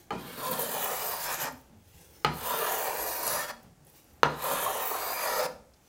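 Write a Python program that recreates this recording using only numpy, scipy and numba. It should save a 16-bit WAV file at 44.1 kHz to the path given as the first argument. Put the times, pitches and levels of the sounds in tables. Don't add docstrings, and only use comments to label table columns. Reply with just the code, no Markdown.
import sys
import numpy as np
from scipy import signal
from scipy.fft import rfft, irfft, next_fast_len
from scipy.io import wavfile
from scipy.ndimage import uniform_filter1d, map_coordinates
from numba import njit

SR = 44100
rng = np.random.default_rng(int(sys.argv[2]) if len(sys.argv) > 2 else 0)


def store_pcm(level_fs):
    pcm = np.round(np.clip(level_fs, -1, 1) * 32767).astype(np.int16)
    wavfile.write(sys.argv[1], SR, np.atleast_2d(pcm).T)


def ratio(d):
    e = np.asarray(d, float) / 20
    return 10 ** e


N = 259308
TIME = np.arange(N) / SR

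# start_s, end_s
STROKE_SPANS = [
    (.115, 1.53),
    (2.262, 3.54),
    (4.247, 5.49),
]
# time_s, edge_load_db, sliding_speed_db
STROKES = [
    [(.115, -71, -96), (.193, -51, -54), (.359, -46, -49), (.46, -34.5, -37), (.62, -36.5, -33),
     (.76, -33.5, -35), (1.17, -35, -36.5), (1.437, -32.5, -36), (1.53, -48, -70)],
    [(2.262, -62, -79), (2.346, -50, -52), (2.456, -34, -36), (2.682, -32, -35), (2.98, -33.5, -37),
     (3.19, -38, -37.5), (3.34, -33.5, -33), (3.49, -35, -42.5), (3.54, -47, -66)],
    [(4.247, -46, -74), (4.38, -45.5, -50.5), (4.435, -34.5, -38.5), (4.533, -28.5, -33.5), (4.7, -33, -38),
     (5.0, -33.5, -38.5), (5.4, -31, -35), (5.453, -32, -37), (5.49, -33, -60.5)],
]
LIFTS = [1.492, 3.517, 5.468]
# pitch_hz, width_hz, level_db, half_waves_along_stroke, start_half_waves
BOARD = [(419, 41, -0.5, 1.12, 0.037), (511, 45, 3, 2.17, 0.41), (612, 48, 3.5, 1.56, 0.99),
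         (693, 36, 0.5, 2.82, 0.56), (756.4, 36, 3.5, 1.63, 0.75), (867.5, 56, 2.5, 2.5, 0.34),
         (938, 61, 6.5, 1.86, 0.95), (1014, 45, 2, 2.9, 0.1), (1062, 17, 0.5, 2.85, 0.042),
         (1199, 70, 3, 2.8, 0.03), (1341, 88, 2, 1.42, 0.14), (1470, 220, -5.5, 3.25, 0.045),
         (1739, 15, -6, 3.6, 0.17), (1744, 130, -4.5, 4.4, 0.52), (1892, 190, -3, 2.34, 0.24)]
# pitch_hz, width_hz, level_db
THRUM = [(95.3, 30, -38), (160, 64, 2.5), (246, 35, -1.5), (341, 21, -17)]
# pitch_hz, width_hz, stroke_start_db, stroke_end_db
IRON = [(2390, 130, -8.5, -7), (3160, 550, -25, -41), (4280, 300, -2.5, -7.5), (4780, 290, -15.5, -8)]
# pitch_hz, level_db (per Hz)
CRACKLE = [(880, -13.5), (1500, -2), (1760, 0), (2040, -7), (2380, -5), (3450, -5), (8000, -15.5),
           (10400, -12.5), (17600, -120)]
# pitch_hz, level_db (per Hz)
HISS = [(3530, -41), (6000, -6), (6890, -5), (8640, -6), (10300, -2.5), (13800, 2.5), (15800, -1)]
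# middle_s, length_s,
# load_db, hiss_db
GRAIN = [(0.503, 0.021, -14, -2), (0.573, 0.037, -2.5, -3.5), (0.625, 0.03, 0, 3.5),
         (0.688, 0.071, -5.5, -2.5), (1.183, 0.046, -3, -2.5), (1.24, 0.037, -0.5, 4.5),
         (1.281, 0.034, -3.5, -3.5), (1.336, 0.026, -0.2, 2), (1.377, 0.046, -16.5, -5.5),
         (3.035, .05, 3.5, 0), (3.284, 0.1, 4.5, 3), (3.407, 0.031, -4.5, 4), (3.472, 0.035, -20, -7),
         (4.638, 0.047, 1.5, 2), (4.93, 0.075, 2, 0.5), (5.155, 0.035, -7, -2), (5.423, 0.028, -1.5, -3.5),
         (0.38, 0.027, -1.5, 1), (.34, .05, 2, 0), (5.36, 0.027, -2, -1), (5.33, 0.022, 4, -0.5),
         (4.575, .05, 1, -1)]
# time_s, over_steady_thrum_db
JOLTS = [(.52, 16.5), (1.323, 15.5), (1.44, 19), (2.396, 2), (2.976, 12), (3.284, 15), (3.372, 5),
         (3.54, 19), (4.533, 18), (4.931, 6), (5.19, 1), (5.453, 30.5)]
# start_thrum_db, board_shudder_db, thrum_shudder_db, shudder_t60_s
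SETTLING = [
    (-43, -30, -34, 0.12),
    (-50, -25, -28.5, 0.18),
    (-51.5, -32.5, -38.5, 0.19),
]
REACH = [
    (0.74, 0.079, 0.495, 0.041),
    (0.7, 0.12, 0.37, 0.077),
    (0.73, 0.075, 0.38, 0.081),
]
MOUTH = [1, 1.5, 5]
# start_s, end_s, start_hz, end_hz, level_db
EDGE_GLIDES = [(.72, 1.13, 14600, 16000, 8.5), (0.64, 0.99, 13000, 14500, -9), (3.1, 3.9, 12800, 12800, -5),
               (1.24, 1.6, 7600, 9000, 3.5), (.8, 0.89, 5300, 5200, -2), (1.31, 1.47, 6400, 7100, 6),
               (2.56, 2.9, 12700, 16600, 4), (2.8, 3.05, 12800, 15200, -8), (2.9, 3.3, 13700, 13000, 5),
               (3.14, 3.21, 9700, 9300, -7), (2.95, 3.4, 3100, 3200, -13), (1.29, 1.36, 6450, 6200, -7),
               (2.36, 2.8, 6900, 7800, -4), (2.1, 2.73, 4400, 5600, 4.5), (4.5, 4.66, 15500, 14900, -10),
               (4.77, 4.93, 15300, 15600, 11), (5.4, 5.9, 11500, 15200, -10), (4.96, 5.16, 14500, 13400, 3),
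               (2.6, 3.0, 11300, 12300, 0), (4.64, 5.5, 4800, 5900, -5), (1.3, 1.48, 3500, 3400, -7),
               (5, 5.3, 8200, 6800, 4), (5.26, 5.5, 2170, 1930, -13), (3.1, 3, 13500, 14300, -6),
               (4.4, 4.92, 4600, 4700, -2), (.15, 0.36, 3800, 3800, -7), (2.98, 3.33, 3500, 3600, -6),
               (0.96, 1.2, 17000, 15000, 1.5), (4.45, 4.8, 10400, 9300, 3), (0.57, 1.2, 1600, 1600, -4),
               (0.41, 0.67, 7500, 8500, 0.5), (2.57, 2.72, 3620, 3620, -3), (2.4, 2.76, 2850, 2950, 5),
               (3, 3.27, 4400, 3800, -5), (2.72, 2.92, 5200, 5400, -9), (5.3, 5.52, 1900, 1950, -7),
               (.55, 1.2, 1700, 1840, -4.5), (3.3, 4, 4700, 4900, 4.5)]
# start_s, end_s, start_hz, end_hz,
# level_db
BOARD_GLIDES = [(1.04, 1.4, 440, 440, -8), (3.36, 3.56, 430, 430, -12), (5.08, 5.26, 420, 420, -13),
                (4.85, 5.15, 520, 560, -8), (5.27, 4.9, 2200, 1900, -11), (0.26, 0.465, 560, 530, 9),
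                (0.7, .97, 1200, 1020, -5.5), (.55, 1.06, 1400, 1900, -6), (.36, 0.45, 400, 400, -13),
                (0.34, .42, 750, 750, -5), (2.5, 2.72, 1500, 1400, -2), (4.42, 4.6, 1250, 1100, -3.5),
                (2.8, 3.42, 1200, 1500, -11), (1.35, 1.5, 840, 860, 6.5), (1.25, 1.5, 1780, 1780, 11),
                (5.15, 5.28, 890, 900, -7.5), (3.06, 3.13, 960, 930, 2.5), (.2, 0.42, 1680, 1520, 14),
                (3.46, 3.56, 1200, 1200, -4), (5.35, 5.5, 1100, 1100, -4.5), (5.36, 5.47, 580, 700, 1),
                (4.55, 4.62, 1140, 1160, 6), (.4, 0.47, 620, 620, -5), (.58, 0.64, 950, 950, -3),
                (2.7, 2.58, 420, 420, -4), (1.03, 1.35, 290, 290, 10), (1.25, 1.5, 1650, 1600, -2)]
# middle_s, length_s, pitch_hz, level_db
CHATTER = [(.485, 0.16, 1013, -39), (0.49, 0.1, 510, -37.5), (.62, 0.057, 492, -35.5),
           (1.055, 0.12, 433, -46.5), (2.502, 0.11, 986, -35.5), (2.646, .073, 1203, -38),
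           (2.597, 0.091, 440, -38), (2.875, 0.079, 905, -40), (3.4, 0.061, 1784, -42),
           (4.502, 0.21, 1004, -42), (4.518, 0.16, 540, -40), (4.673, 0.028, 1072, -29),
           (5.39, 0.18, 503, -36), (3.079, 0.47, 334, -54.5), (1.357, 0.23, 338, -59),
           (4.948, 0.11, 312, -55)]
# middle_s, length_s, pitch_hz, width_hz, level_db
WHISTLE = [(0.27, 0.25, 3900, 90, -61), (0.25, 0.19, 3250, 90, -62), (3.08, 0.55, 4820, 60, -55),
           (4.84, 0.13, 3800, 120, -53), (5.18, 0.39, 4780, 120, -47.5), (5.39, 0.16, 4990, 250, -47.5),
           (5.2, 0.15, 2390, 240, -44.5), (1.37, 0.24, 2380, 240, -47), (1.15, 0.2, 4800, 200, -50),
           (1.27, 0.083, 5300, 180, -46.5), (.14, .05, 3050, 70, -58), (.16, 0.084, 2450, 90, -54)]
# middle_s, length_s, pitch_hz, width_hz, level_db
FLUTTER = [
    (3.31, .14, 11200, 1600, -38),
]
# middle_s, pitch_hz, level_db
GRIP = [(1.51, 257, -53), (1.43, 140, -54), (1.725, 215, -57.5), (1.795, 95, -61), (2.4, 73, -60),
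        (1.98, 150, -63), (3.03, 60, -55), (3.55, 234, -58), (3.7, 160, -64), (4.13, 74, -59),
        (2.05, 75, -60), (.63, 256, -47), (.68, 220, -55), (2.52, 250, -53), (4.55, 160, -55),
        (5.55, 224, -57), (5.58, 55, -59.5), (1.96, 70, -59), (1.87, 95, -64), (1.56, 68, -60),
        (3.82, 140, -62)]
# crack_db, thump_db, rattle_db
LANDINGS = [
    (0.1062, -21, -14, -14, -13),
    (2.247, -8, -7.5, -18, -8),
    (4.2324, -2, -16, -28, -16),
]
# pitch_hz, level_db, t60_s
RINGS = [
    [(432, -4, 0.061), (809, 0.5, 0.068), (1220, 0.5, 0.057), (1650, -14, 0.091), (2330, -1.5, 0.036),
     (3070, -4, 0.06), (4300, -12, 0.07), (6640, -16, .02)],
    [(430, -2, 0.019), (856, -3, 0.036), (1245, -2.5, 0.035), (1710, -14, 0.017), (2170, -12, 0.014),
     (3000, -2.5, 0.014), (3540, -15, .03), (4170, -8.5, 0.02), (4850, -10, 0.015)],
    [(480, 1.5, 0.017), (972, 3.5, 0.019), (1330, 6.5, 0.014), (1700, -19, 0.02), (2190, -43.5, .015),
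     (2870, -9, 0.022), (3370, -14, .025), (3670, -13.5, .025), (4090, -5, 0.012), (6300, -10.5, 0.009)],
]
# delay_s, over_heel_db
TOE = [
    (.0024, 0),
    (.0024, -10),
    (.0024, -25.5),
]
# start_s, peak_db, centre_hz, t60_s
SNAPS = [(.4654, -30, 4370, 0.052), (.512, -16.5, 13600, .05), (.1068, -40, 13500, 0.011),
         (.593, -18, 13200, 0.033), (.622, -20, 13900, .05), (3.2667, -12.5, 11100, 0.02),
         (3.2765, -18, 6650, 0.029), (3.2763, -14.5, 10300, 0.021), (3.6301, -46, 11500, .015),
         (3.6301, -45, 15000, .015), (3.6301, -52, 6600, .015), (2.2471, -26, 13000, 0.011),
         (4.2321, -24, 14400, 0.0088), (.4457, -27, 13000, .03), (.7151, -20, 13500, .03),
         (2.4966, -19.5, 13060, .03), (4.4218, -27, 12500, .03), (.53, -25.5, 3880, .04),
         (1.3435, -20, 7000, .005), (3.8482, -47, 12200, .02), (3.868, -37.5, 11000, 0.016),
         (3.8985, -41, 13300, .02), (4.1333, -47, 14100, .02), (4.1619, -53, 14000, .02),
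         (4.439, -20, 12400, .04), (1.523, -37, 13500, .02), (1.577, -45, 12500, .015),
         (1.612, -46, 13000, .015), (1.697, -49, 700, 0.0092), (4.043, -47, 13500, .015),
         (5.735, -49.5, 4800, 0.054)]
# middle_s, length_s, level_db
SLEEVE = [(.0, 0.13, -61), (1.558, 0.18, -63), (2.0, 0.26, -58.5), (2.186, 0.15, -60), (3.63, .1, -69),
          (3.89, 0.054, -62), (3.968, 0.094, -58.5), (4.09, 0.17, -66), (5.767, 0.011, -70),
          (5.88, 0.1, -69)]
# middle_s, level_db
BUMPS = [(.085, -51), (1.735, -52), (1.775, -65), (2.132, -54), (2.24, -61), (3.66, -47.5), (3.836, -55.5),
         (4.1, -54), (4.17, -54.5), (4.225, -51.5), (5.69, -70)]
# pitch_hz, level_db (per Hz)
CLOTH = [(180, -54.5), (300, 1.5), (485, -6.5), (527, -3), (582, -24), (812, -7.5), (990, -13.5),
         (6780, -15.5), (15800, -14)]
# pitch_hz, level_db (per Hz)
FLOOR = [(15, -36), (25, 2), (144, 0), (403, -8), (857, -7), (955, -13.5), (1640, -16.5), (3780, -23),
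         (6660, -20), (13100, -26), (15800, -26.5)]
# pitch_hz, t60_s, level_db
ROOM = [(99.7, 0.74, -3.5), (260, 0.53, -3.5), (700, 0.42, -5.5), (1800, 0.33, -5), (5000, 0.4, -8.5),
        (12000, 0.32, -8.5)]


def strokes():
    board_gain, crackle_gain, hiss_gain, thrum_gain, gate = drive()
    along, which = progress()
    lifted = sum((TIME > s) & (TIME < s + .2) for s in LIFTS)
    gate = gate * uniform_filter1d(1 - 0.98 * lifted, size=300)
    force = fibres(2.48, 1.85)
    board = board_shaded(level(board_ring(force, along)))
    thrum = level(board_thrum(force))
    edge = edge_noise(force, along, crackle_gain, hiss_gain)
    edge = patchy(edge + board_mirror(edge), depth_db=1.0, streak_db=3.0, glides=1,
                  shadow_db=-5.0, mouth_db=np.array(MOUTH)[which])
    return gate * (board_gain * ratio(-2.0) * board + thrum_gain * ratio(-2.5) * thrum + 0.97 * edge)


def drive():
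    (load_db, speed_db), gate = curves(STROKES)
    along, which = progress()
    load_db = load_db + sum(db * bell(s, length) for s, length, db, _ in GRAIN)
    speed_db = speed_db + sum(db * bell(s, length) for s, length, _, db in GRAIN)
    crackle_db = -43 + 0.38 * (load_db + 33.5) + 0.29 * (speed_db + 37.0) + 6 * along ** 3.94
    thrum_db, shake_db, hum_db, t60 = np.array(SETTLING)[which].T
    thrum_db = thrum_db - 21 * along + sum(db * bell(s, 0.057) for s, db in JOLTS)
    since = np.maximum(TIME - np.array(STROKE_SPANS)[which, 0], 0)
    shudder = ratio(-60 * since / t60)
    board_gain = ratio(load_db) + ratio(shake_db) * shudder
    crackle_gain = ratio(crackle_db) + ratio(shake_db - 37) * shudder
    late_shudder = shudder * np.minimum(since / 0.024, 1) * 2
    thrum_gain = ratio(thrum_db) + ratio(hum_db) * late_shudder
    return board_gain, crackle_gain, ratio(speed_db), thrum_gain, gate


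def progress():
    along = sum(np.clip((TIME - a) / (b - a), 0, 1) * (TIME < b + .3) for a, b in STROKE_SPANS) % 1.0001
    return along, np.searchsorted([b + .3 for _, b in STROKE_SPANS[:-1]], TIME)


def fibres(spread_db, grain_db):
    tears = rng.standard_normal(N) * ratio(spread_db * rng.exponential(size=N))
    return level(tears * ratio(grain_db * (walk(24.956) + walk(90))))


def board_ring(force, along):
    board = 0
    for k, (hz, width, db, waves, start) in enumerate(BOARD):
        grip = 1.84 + np.sin(np.pi * (waves * along + start)) ** 2
        mode = band(force * grip, hz, width) * np.sqrt(40 / width)
        board = board + (-1) ** k * ratio(db) * mode
    return filtered(board, 2, 180)


def board_thrum(force):
    thrum = sum(ratio(db + 3 * walk(9)) * level(band(force, hz, width)) for hz, width, db in THRUM)
    return filtered(thrum, 4, 125)


def edge_noise(force, along, crackle_gain, hiss_gain):
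    iron = 0
    for hz, width, start_db, end_db in IRON:
        iron = iron + ratio(start_db + (end_db - start_db) * along) * level(band(force, hz, width))
    crackle = level(colour(fibres(1.8, 0.75), CRACKLE) + ratio(-8.5) * iron)
    hiss = colour(fibres(2.0, 1.0), HISS)
    top = filtered(hiss, 2, 10700, both_ways=True)
    flickers_per_s = 310
    hiss = hiss + top * (ratio(2 * walk(flickers_per_s) - 3.5) - 1)
    return crackle_gain * ratio(0.67) * crackle + hiss_gain * ratio(1.5) * hiss


def board_mirror(edge):
    lag = SR / reach()[0]
    mirror = map_coordinates(edge, [np.arange(N) - lag], order=2, mode="nearest")
    return 0.42 * filtered(mirror, 1, 10000, both_ways=True)


def reach():
    along, which = progress()
    turn, turn_width, drop, drop_width = np.array(REACH)[which].T
    turned = 1 / (1 + np.exp(-(along - turn) / turn_width))
    dropped = 1 / (1 + np.exp(-(along - drop) / drop_width))
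    comb_hz = 2880 + 1210 * along + 2400 * turned
    shadow_hz = 6090 + (3200 - 6090) * dropped
    return comb_hz, shadow_hz


def patchy(x, depth_db, streak_db, shadow_db, mouth_db=0, glides=0):
    hz, s, cells = signal.stft(x, SR, nperseg=1024)
    pitch = hz[:, None]
    broad, thin, mottle = rng.standard_normal((3,) + cells.shape)
    for _ in range(2):
        broad = smeared(broad, 18, 7)
        thin = smeared(thin, 3, 11)
        mottle = smeared(mottle, 6, 3)
    treble = 1 / (1 + (6500 / (pitch + 1)) ** 4)
    high_treble = 1 / (1 + (10500 / (pitch + 1)) ** 8)
    shade_db = depth_db * treble * broad / broad.std()
    shade_db = shade_db + streak_db * (1 - 0.5 * treble) * thin / thin.std()
    shade_db = shade_db + 3.1 * high_treble * mottle / mottle.std()
    shadow_hz = np.interp(s, TIME, reach()[1])
    shade_db = shade_db + shadow_db * np.exp(-((pitch - shadow_hz) / 700) ** 2)
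    mouth = np.exp(-((pitch - 0.64 * shadow_hz) / 206) ** 2)
    shade_db = shade_db + np.interp(s, TIME, mouth_db + 0 * TIME) * mouth
    shade_db = shade_db + glides * gliding_bands(hz, s, EDGE_GLIDES, .08, .045)
    return signal.istft(cells * ratio(shade_db), nperseg=1024)[1][:N]


def board_shaded(x):
    hz, s, cells = signal.stft(x, SR, nperseg=2048)
    shade_db = gliding_bands(hz, s, BOARD_GLIDES, .11, .11)
    return signal.istft(cells * ratio(shade_db), nperseg=2048)[1][:N]


def swells():
    out, size = np.zeros(N + 2 * SR), SR
    rows = [(s, length, hz, 44 * np.sqrt(hz / 500), db) for s, length, hz, db in CHATTER]
    rows += FLUTTER
    rows += [(s, 0.091, hz, 18, db) for s, hz, db in GRIP]
    rows += WHISTLE
    noise = rng.standard_normal((len(rows), size))
    t = (np.arange(size) - size // 2) / SR
    for (s, length, hz, width, db), n in zip(rows, noise):
        shape = np.exp(-(2 * t / length) ** 4)
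        tone = shape * band(band(n, hz, width), hz, 2 * width)
        i = int(s * SR)
        out[i:i + size] += tone * ratio(db) * np.sqrt(np.sum(shape ** 2) / np.sum(tone ** 2))
    return out[size // 2:size // 2 + N]


def landings():
    out, t = np.zeros(N), TIME[:SR // 2]
    noise = rng.standard_normal((len(LANDINGS), len(t)))
    for (s, db, crack_db, _, rattle_db), modes, n, (later, toe_db) in zip(LANDINGS, RINGS, noise, TOE):
        knock = -ring(modes, t) * (1 - np.exp(-t / 0.00016))
        knock = knock + ratio(toe_db) * np.interp(t - later, t, knock)
        crack = band(n * np.exp(-t / 0.001), 3300, 8300)
        rattle = band(band(n * np.exp(-t / 0.023), 1300, 2400), 1450, 3000)
        hit = knock / np.abs(knock).max() + ratio(crack_db) * crack + ratio(rattle_db) * rattle
        i = int(s * SR)
        out[i:i + len(t)] += ratio(db) * hit
    return band(out, 600, 6000)


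def ring(modes, t):
    push_s = .00042
    out = 0
    for hz, db, t60 in modes:
        out = out + ratio(db) * np.sin(2 * np.pi * hz * (push_s - t)) * fade(t, t60)
    return out


def thumps():
    out, t = np.zeros(N), TIME[:SR // 2]
    hum = np.sin(2 * np.pi * 148 * t) * np.exp(-t / 0.051)
    hum = hum + 0.9 * np.sin(2 * np.pi * 258 * t) * np.exp(-t / 0.0131)
    hum = hum + 0.19 * np.sin(2 * np.pi * 68 * t) * np.exp(-t / 0.13)
    hum = (1 - np.exp(-t / 0.0078)) ** 2 * hum
    for s, db, _, thump_db, _ in LANDINGS:
        i = int(s * SR)
        out[i:i + len(t)] += ratio(db + thump_db) * hum
    return out


def snaps():
    out, t = np.zeros(N), TIME[:SR // 10]
    noise = rng.standard_normal((len(SNAPS), len(t)))
    for (s, db, hz, t60), n in zip(SNAPS, noise):
        shape = (1 - np.exp(-t / (0.023 * t60))) * fade(t, max(t60, .004))
        burst = band(n * shape, hz, 0.25 * hz)
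        i = int(s * SR)
        out[i:i + len(t)] += (ratio(db - 5.0) * burst / np.abs(burst).max())[:N - i]
    return out


def rustle():
    rub = sum(ratio(db) * bell(s, length) for s, length, db in SLEEVE) + ratio(-79.5)
    knock = sum(ratio(db) * bell(s, 0.084) for s, db in BUMPS) + ratio(-84)
    bumps = 0
    for hz in (75, 150, 240):
        bumps = bumps + ratio(1.2 * walk(9.1)) * level(band(rng.standard_normal(N), hz, 0.78 * hz))
    cloth = patchy(colour(fibres(1.3, 1.0), CLOTH), depth_db=1.8, streak_db=3.5, shadow_db=3.5)
    return rub * cloth + knock * ratio(-10.0) * level(bumps)


def workshop(x):
    t = TIME[:SR // 2]
    hz, t60, db = np.transpose(ROOM)
    tail = 0
    for f in 60 * 2 ** np.arange(0, 8.1, .5):
        noise = band(rng.standard_normal(len(t)), f, f / 2.5)
        decay = fade(t, np.interp(np.log(f), np.log(hz), t60))
        tail = tail + ratio(np.interp(np.log(f), np.log(hz), db)) * noise * decay
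    tail = tail * (1 - np.exp(-(t / 0.01) ** 2)) * np.sqrt(20 / SR)
    return signal.fftconvolve(x, tail)[:N]


def room_floor():
    return level(colour(rng.standard_normal(N) * ratio(0.5 * walk(4.2)), FLOOR), -63.0)


def level(x, db=0.):
    return x * ratio(db) / np.sqrt(np.mean(x ** 2))


@njit
def svf(x, hz, width):
    y, b, l = np.empty(len(x)), 0., 0.
    g, k = np.tan(np.pi * hz / SR), width / hz
    for i in range(len(x)):
        v = (b + g * (x[i] - l)) / (1 + g * (g + k))
        b, l, y[i] = 2 * v - b, l + 2 * g * v, k * v
    return y


def band(x, hz, width):
    return svf(x, float(hz), float(width))


def filtered(x, order, hz, both_ways=False):
    sos = signal.butter(order, hz, "high", fs=SR, output="sos")
    return signal.sosfiltfilt(sos, x) if both_ways else signal.sosfilt(sos, x)


def colour(x, spectrum):
    hz, db = np.transpose(spectrum)
    size = next_fast_len(N)
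    bins = np.maximum(np.arange(size // 2 + 1) * SR / size, 1)
    gain = ratio(np.interp(np.log(bins), np.log(hz), db))
    return level(irfft(rfft(x, size) * gain, size)[:N])


def walk(rate):
    knots = rng.standard_normal(600)
    place = np.arange(0, N + 64, 64) * rate / SR % 590
    return np.repeat(map_coordinates(knots, [place], order=2), 64)[:N]


def curves(tables):
    s, *columns = np.vstack(tables).T
    gate = sum((TIME >= rows[0][0]) & (TIME <= rows[-1][0]) for rows in tables)
    return [np.interp(TIME, s, c) for c in columns], uniform_filter1d(1. * gate, size=250)


def bell(s, length):
    out = np.zeros(N)
    near = slice(max(int((s - 2 * length) * SR), 0), int((s + 2 * length) * SR))
    out[near] = np.exp(-(2 * (TIME[near] - s) / length) ** 2)
    return out


def fade(t, t60):
    return np.exp(-np.log(1000) * t / t60)


def smeared(cells, over_pitch, over_time):
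    return uniform_filter1d(uniform_filter1d(cells, size=over_pitch, axis=0), size=over_time, axis=1)


def gliding_bands(hz, s, rows, boost_width, cut_width):
    out = 0
    for start, end, start_hz, end_hz, db in rows:
        share = (s - start) / (end - start)
        centre = start_hz + (end_hz - start_hz) * np.clip(share, 0, 1)
        width = boost_width if db > 0 else cut_width
        out = out + db * np.exp(-(2 * share - 1) ** 4 - ((hz[:, None] / centre - 1) / width) ** 2)
    return out


def scene():
    near = strokes() + swells() + landings() + snaps() + rustle()
    return np.tile(near + workshop(near) + thumps() + room_floor(), (2, 1))


def low_pass(x):
    return signal.sosfilt(signal.butter(12, 16600, fs=SR, output="sos"), x)


def record(dry):
    steep_cut = signal.ellip(12, .3, 75, 15800, fs=SR, output="sos")
    mix = signal.sosfilt(steep_cut, dry)
    return low_pass(mix)


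dry = scene()
out = record(dry)
store_pcm(out)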